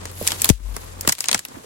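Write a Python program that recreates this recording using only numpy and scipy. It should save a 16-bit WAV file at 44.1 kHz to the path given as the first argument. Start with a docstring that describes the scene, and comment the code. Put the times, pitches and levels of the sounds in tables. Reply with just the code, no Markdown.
"""Dry twigs snap in clusters, close up, under two footsteps through tall grass and brush.
Each snap is a spike, tearing noise, a short stem ring and a scattered tail. Dull knocks are tones that
fall in pitch inside thuds of noise; the heaviest overloads the left microphone. Blades swish as ticks
over fluttering, filtered noise. A low hum and a swelling drone, wavering tones in narrow rumble, lie
under the first second."""
import sys
import numpy as np
from scipy import signal
from scipy.fft import rfft, irfft, next_fast_len
from scipy.io import wavfile
from scipy.ndimage import map_coordinates

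SR = 44100
rng = np.random.default_rng(int(sys.argv[2]) if len(sys.argv) > 2 else 0)


def persist_wave(psi):
    """Save psi, clipped to +-1, as 16-bit WAV."""
    counts = np.round(np.clip(psi, -1, 1) * 32767).astype(np.int16)
    wavfile.write(sys.argv[1], SR, np.atleast_2d(counts).T)


N = 72765

# twig snaps, levels before the overall trim: (time [s], stem ring [Hz], then level [dB] in each snap band)
TWIG_SNAPS = [(0.0545, 2040, -34, -33, -35, -31, -39), (0.1147, 12600, -44, -46, -63, -52, -42),
              (0.226, 12100, -33, -54, -44, -49, -31.5), (0.2687, 8300, -41.5, -32, -26, -29, -27),
              (0.2746, 3250, -50, -44, -16.5, -10.5, -17), (0.2846, 1880, -52, -31.5, -30, -27, -30),
              (0.305, 890, -41, -34.5, -26, -31, -37), (0.3186, 980, -59, -28, -21.5, -22.5, -29),
              (0.4184, 7980, -39, -35.5, -26.5, -18.5, -15.5), (0.4441, 4290, -48, -26, -16, -16, -9.5),
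              (0.456, 890, -50, -27.5, -31, -22, -24), (0.4907, 6710, -22, -23.5, -18, -11.5, -11),
              (0.4985, 6140, -21, -26.5, -16.5, -15, -22), (0.765, 1140, -30.5, -30.5, -37.5, -29.5, -32.5),
              (1.0095, 5080, -55, -51, -38.5, -26.5, -25.5), (1.0495, 1420, -30.5, -32.5, -40, -52, -51),
              (1.0752, 8360, -25.5, -19.5, -15.5, -14, -16), (1.089, 5400, -49, -24.5, -23, -18, -25),
              (1.0933, 1060, -29.5, -20.5, -16.5, -13, -21), (1.1216, 7930, -65, -43, -27, -21, -26),
              (1.1242, 1990, -41, -31, -23.5, -18, -23), (1.1512, 8400, -52, -49, -39, -40, -43),
              (1.1834, 850, -58, -37.5, -36.5, -37, -43), (1.188, 740, -46, -41, -38, -34, -42),
              (1.2057, 5030, -42, -34, -29.5, -19, -27.5), (1.241, 2460, -58, -33.5, -26, -28, -30),
              (1.257, 6650, -62, -39, -34, -30, -40), (1.2847, 6600, -30, -26.5, -20.5, -14.5, -28),
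              (1.291, 1490, -38, -24.5, -20, -26, -45), (1.3137, 6230, -26.5, -26, -18.5, -18, -30),
              (1.3289, 4460, -32, -24.5, -18, -19.5, -27), (1.3448, 8800, -28.5, -21, -18, -14, -27),
              (1.346, 924, -43, -18, -20.5, -23, -28), (1.3778, 2670, -54, -51, -36, -34, -41),
              (1.3916, 1670, -61, -38.5, -31, -26, -31.5), (1.4507, 2380, -51, -36.5, -30.5, -33, -30.5),
              (1.4847, 5360, -40.5, -53, -52, -42, -49)]
# frequency bands of a snap: (low edge [Hz], high edge [Hz])
SNAP_BANDS = [(180, 600), (600, 2000), (2000, 5000), (5000, 9500), (9500, 17500)]
# how fast the tearing fibres die away: one (decay [s]) per snap band
BREAK_DECAY_S = [0.0041, 0.005, 0.0019, 0.0016, 0.00044]
# the snap scattered by ground and stems, against the break's envelope: one (level [dB]) per snap band
SCATTER_DB = [-14, -10.5, -12.5, -9, -10]
SCATTER_DECAY_S = 0.0063
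# the fibres give over two attack times, then part at once in a spike
ATTACK_S, SPIKE_S, SPIKE_DB = 0.0005, 0.000093, 4
SNAP_TRIM_DB = -0.5
SNAP_SHARED_POWER = 0.061  # noise common to both sides, against each side's own
# stem ring against its band; its decay is a base time plus a few cycles
RING_DB, RING_BASE_S, RING_CYCLES = -3.5, 0.0011, 1.5

# dull knocks, level before the envelope: (time [s], level [dB], start pitch [Hz], end pitch [Hz],
# glide [s], decay [s], left minus right [dB], thud against tone [dB])
DULL_KNOCKS = [(0.2128, -13, 734, 387, 0.0061, 0.0039, -4.5, -4),
               (0.219, -23, 300, 130, 0.0087, .007, 2, -12), (0.5003, 2, 704, 47.3, 0.004, 0.0079, 21, -17),
               (.602, -36.5, 235, 120, .02, 0.0041, 29, -2.5),
               (1.048, -26.5, 820, 280, 0.0074, 0.0049, -5, 0),
               (1.0762, -14.5, 560, 76, 0.0061, 0.0067, 5, -1),
               (1.094, -26.5, 296, 100, 0.013, 0.011, 17, -2),
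               (1.289, -32, 375, 191, 0.0068, 0.005, -5, -0.5),
               (1.347, -26.5, 450, 69.4, 0.011, 0.011, 3, 0),
               (1.568, -25, 420, 200, 0.0077, 0.0068, -8, -5.5),
               (1.643, -29, 525, 350, .01, 0.0034, -6, -8)]
KNOCK_RISE_S, THUD_TOP_HZ = 0.0024, 520  # the thud is noise below this edge

# grass rustle: (time [s], low brushing level [dB], swish level [dB], finest hiss level [dB])
RUSTLE_LEVELS = [(0, -38.5, -46.5, -57), (.08, -40, -41.5, -54), (.15, -43.5, -48, -45.5),
                 (.2, -40.5, -40, -38), (.27, -36.5, -32.5, -34), (.32, -31.5, -30.5, -36),
                 (.37, -41, -40, -40.5), (.45, -34, -31.5, -36), (.5, -35, -32.5, -34),
                 (.53, -63, -44, -49), (.59, -54.5, -56.5, -62), (.7, -44.5, -49, -51),
                 (.79, -41, -44, -46.5), (.97, -42.5, -49.5, -55.5), (1.06, -37, -42.5, -47),
                 (1.105, -50, -34, -37), (1.168, -56, -48, -57), (1.22, -48.5, -39.5, -37.5),
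                 (1.272, -44, -40.5, -63), (1.36, -37.5, -31.5, -45), (1.425, -52, -52, -61),
                 (1.48, -47.5, -48, -57), (1.55, -38, -49, -53.5), (1.65, -46.5, -50, -56)]
# tone of each rustle layer, relative only: (frequency [Hz], noise density [dB])
BRUSHING_SPECTRUM = [(30, -11), (120, 5.5), (250, 3), (500, 5), (1000, 0.5), (1800, -5.5), (3500, -19.5),
                     (8000, -52)]
SWISH_SPECTRUM = [(500, -48), (1400, 0), (2400, 1.5), (4500, 2.5), (8000, 0.5), (9500, -1), (12000, -20),
                  (16000, -22)]
HISS_SPECTRUM = [(5000, -24), (8500, -8), (10500, 2.5), (12300, -2.5), (13500, 5.5), (15500, -6)]
# how alike the rustle is on both sides: (frequency [Hz], left-right correlation [-1 to 1])
STEREO_LIKENESS = [(60, 0.26), (150, 0.8), (300, 0.31), (640, -0.63), (1500, -0.14), (8000, -0.038),
                   (15000, 1)]
# blades and stems flicking past each other; the share is of the rustle's power
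TICKS_PER_S, TICK_SPREAD_DB, TICK_SHARE = 900, 1, 0.27

# low hum: (time [s], level [dB])
HUM_LEVEL = [(0, -38), (.3, -40.5), (.48, -41.5), (.58, -55), (.7, -44), (.8, -44.5), (1.08, -42.5),
             (1.2, -70), (1.65, -74)]
# deeper drone that swells after the heavy knock: (time [s], level [dB])
DRONE_LEVEL = [(0, -48), (.48, -51), (.53, -21), (.585, -41.5), (.66, -25.5), (.74, -31.5), (.785, -43),
               (1, -44.5), (1.2, -68), (1.65, -67)]
HUM_HZ, DRONE_HZ = 88.6, 47.3
HUM_PAN_DB, DRONE_PAN_DB = 1, 12  # left minus right
RUMBLE_OCTAVES = 0.63  # width of the rumble around each tone

# colour common to both microphones: (frequency [Hz], gain [dB])
MIC_COLOUR = [(100, 0), (700, -2), (1050, 1), (1400, -1.5), (3000, 0.5), (6000, -1), (7200, 3), (8500, 1),
              (9800, 0), (11200, 3), (15500, -2.5)]
# the left microphone's lead over the right: (frequency [Hz], left minus right [dB])
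MIC_BALANCE = [(100, 1.5), (500, -1.5), (1050, 0), (1900, 2), (5000, 4.5), (6600, 6), (7400, 0), (8600, -6),
               (9800, 0.5), (10800, -0.5)]
# crossfade into shared treble: (start [Hz], end [Hz])
SHARED_TREBLE_HZ = (8800, 10800)
TREBLE_LAG_S, TOP_HZ = 0.000264, 15900


def amp(db):
    """Decibels to gain."""
    return 10 ** (np.asarray(db) / 20)


def unit(x):
    """Scale to rms 1."""
    return x / np.sqrt(np.mean(x ** 2) + 1e-20)


def pan(db):
    """Left and right gains, mean power 1, for a level difference."""
    return unit(amp(np.array([[db], [-db]]) / 2))


def along(points, hz):
    """Read (frequency, value) points on a log frequency axis."""
    point_hz, values = np.transpose(points)
    return np.interp(np.log(hz + 1), np.log(point_hz + 1), values)


def curves(rows):
    """One value per sample for each column after the time."""
    times, *columns = np.transpose(rows)
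    return [np.interp(np.arange(N) / SR, times, column) for column in columns]


def wobble(rate):
    """A smooth random curve, rate knots a second."""
    knots = rng.standard_normal(int(N * rate / SR) + 4)
    return map_coordinates(knots, [np.arange(N) * rate / SR])


def filtered(x, response):
    """Shape a sound's spectrum with a response given as a function of frequency."""
    size = next_fast_len(N + SR // 2)
    spectrum = rfft(x, size) * response(np.fft.rfftfreq(size, 1 / SR))
    return irfft(spectrum, size)[..., :N]


def add(out, time, sound):
    """Mix a sound in at a time in seconds."""
    start = max(round(time * SR), 0)
    out[:, start:start + sound.shape[1]] += sound[:, :max(N - start, 0)]


def level_snap(x):
    """Give each side the energy of 6 ms at rms 1, so short and long parts take levels alike."""
    return x * np.sqrt(0.006 * SR / np.sum(x ** 2, axis=1, keepdims=True))


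def twigs():
    """Fibres tear and part in a spike, the freed stem rings briefly and the snap scatters into a tail."""
    out, t = np.zeros((2, N)), np.arange(SR // 10) / SR
    filters = [signal.butter(3, band, 'band', fs=SR, output='sos') for band in SNAP_BANDS]
    band_centres = np.mean(SNAP_BANDS, axis=1)
    parting_s = 2 * ATTACK_S
    after = np.maximum(t - parting_s, 0)
    rise = np.minimum(t / parting_s, 1) ** 2
    spike = amp(SPIKE_DB) * np.exp(-abs(t - parting_s) / SPIKE_S)
    scatter = np.exp(-after / SCATTER_DECAY_S)
    for time, ring_hz, *levels in TWIG_SNAPS:
        noise = rng.standard_normal((3, len(t)))
        fibres = noise[:2] + np.sqrt(SNAP_SHARED_POWER) * noise[2]
        # each side rings from its own random phase
        ring = np.sin(2 * np.pi * (ring_hz * t + rng.random((2, 1))))
        ring = ring * rise * np.exp(-after / (RING_BASE_S + RING_CYCLES / ring_hz))
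        ring_db = RING_DB + along(np.c_[band_centres, levels], ring_hz)
        snap = amp(ring_db) * level_snap(ring)
        for sos, db, decay, scatter_db in zip(filters, levels, BREAK_DECAY_S, SCATTER_DB):
            tail = np.exp(-after / decay) + amp(scatter_db) * scatter
            tearing = fibres * (rise * tail + spike)
            snap += amp(db) * level_snap(signal.sosfilt(sos, tearing))
        add(out, time - ATTACK_S, amp(SNAP_TRIM_DB) * snap)
    return out


def knocks():
    """Dull thumps: a tone whose pitch drops as it dies, in a low thud of noise."""
    out, t = np.zeros((2, N)), np.arange(SR // 5) / SR
    dull = signal.butter(3, THUD_TOP_HZ, fs=SR, output='sos')
    for time, db, start_hz, end_hz, glide, decay, side_db, thud_db in DULL_KNOCKS:
        hz = end_hz + (start_hz - end_hz) / (1 + t / glide) ** 2
        tone = unit(np.sin(2 * np.pi * np.cumsum(hz) / SR))
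        thud = unit(signal.sosfilt(dull, rng.standard_normal((2, len(t)))))
        shape = (1 - np.exp(-t / KNOCK_RISE_S)) * np.exp(-t / decay)
        add(out, time, amp(db) * pan(side_db) * shape * (tone + amp(thud_db) * thud))
    return out


def blades(spectrum, flutter_db):
    """Stereo rustle of rms 1: tiny ticks over a bed of friction noise, fluttering together."""
    sizes = amp(TICK_SPREAD_DB * np.minimum(rng.exponential(size=N), 4))
    struck = rng.random(N) < TICKS_PER_S / SR
    ticks = unit(struck * sizes * rng.standard_normal((2, N)))
    friction = rng.standard_normal((2, N))
    pair = np.sqrt(TICK_SHARE) * ticks + np.sqrt(1 - TICK_SHARE) * friction

    def mid_side(hz):
        # this split of mid and side gives the wanted left-right correlation
        angle = np.arccos(np.clip(along(STEREO_LIKENESS, hz), -1, 1)) / 2
        return amp(along(spectrum, hz)) * [np.cos(angle), np.sin(angle)]

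    mid, side = filtered(pair, mid_side)
    stereo = np.array([mid + side, mid - side])
    return unit(stereo * amp(flutter_db * wobble(110)))


def grass():
    """Legs push through the blades: low brushing, swish and fine hiss, each on its own level curve."""
    brushing_db, swish_db, hiss_db = curves(RUSTLE_LEVELS)
    brushing = amp(brushing_db) * blades(BRUSHING_SPECTRUM, flutter_db=2)
    swish = amp(swish_db) * blades(SWISH_SPECTRUM, flutter_db=1.5)
    hiss = amp(hiss_db) * blades(HISS_SPECTRUM, flutter_db=1)
    return brushing + swish + hiss


def hum(levels, hz, side_db, waver, rumble_db):
    """A low tone whose phase wavers (scale in radians), inside a narrow rumble of noise."""
    level_db, = curves(levels)
    tone = unit(np.sin(2 * np.pi * hz * np.arange(N) / SR + waver * wobble(14.2)))

    def around_tone(f):
        return np.exp(-(np.log2((f + 1) / hz) / RUMBLE_OCTAVES) ** 2)

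    rumble = unit(filtered(rng.standard_normal(N), around_tone))
    return amp(level_db) * pan(side_db) * unit(tone + amp(rumble_db) * rumble)


def scene():
    """Everything is close and in the open air: the layers are summed with no room."""
    low_hum = hum(HUM_LEVEL, HUM_HZ, HUM_PAN_DB, waver=0.15, rumble_db=-8.5)
    drone = hum(DRONE_LEVEL, DRONE_HZ, DRONE_PAN_DB, waver=0.2, rumble_db=-14)
    return twigs() + knocks() + grass() + low_hum + drone


def record(dry):
    """Microphones colour each side, the right takes its highest treble late from the left; peaks clip."""
    def blend(hz):
        return np.interp(hz, SHARED_TREBLE_HZ, [0, np.pi / 2])

    def late_treble(hz):
        return np.sin(blend(hz)) * np.exp(-2j * np.pi * hz * TREBLE_LAG_S)

    def colour(hz):
        lead_db = along(MIC_BALANCE, hz) * np.array([[0.5], [-0.5]])
        return amp(along(MIC_COLOUR, hz) + lead_db)

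    left, right = dry
    right = filtered(right, lambda hz: np.cos(blend(hz))) + filtered(left, late_treble)
    pair = filtered(np.array([left, right]), colour)
    return filtered(np.clip(pair, -1, 1), lambda hz: hz < TOP_HZ)


dry = scene()
out = record(dry)
persist_wave(out)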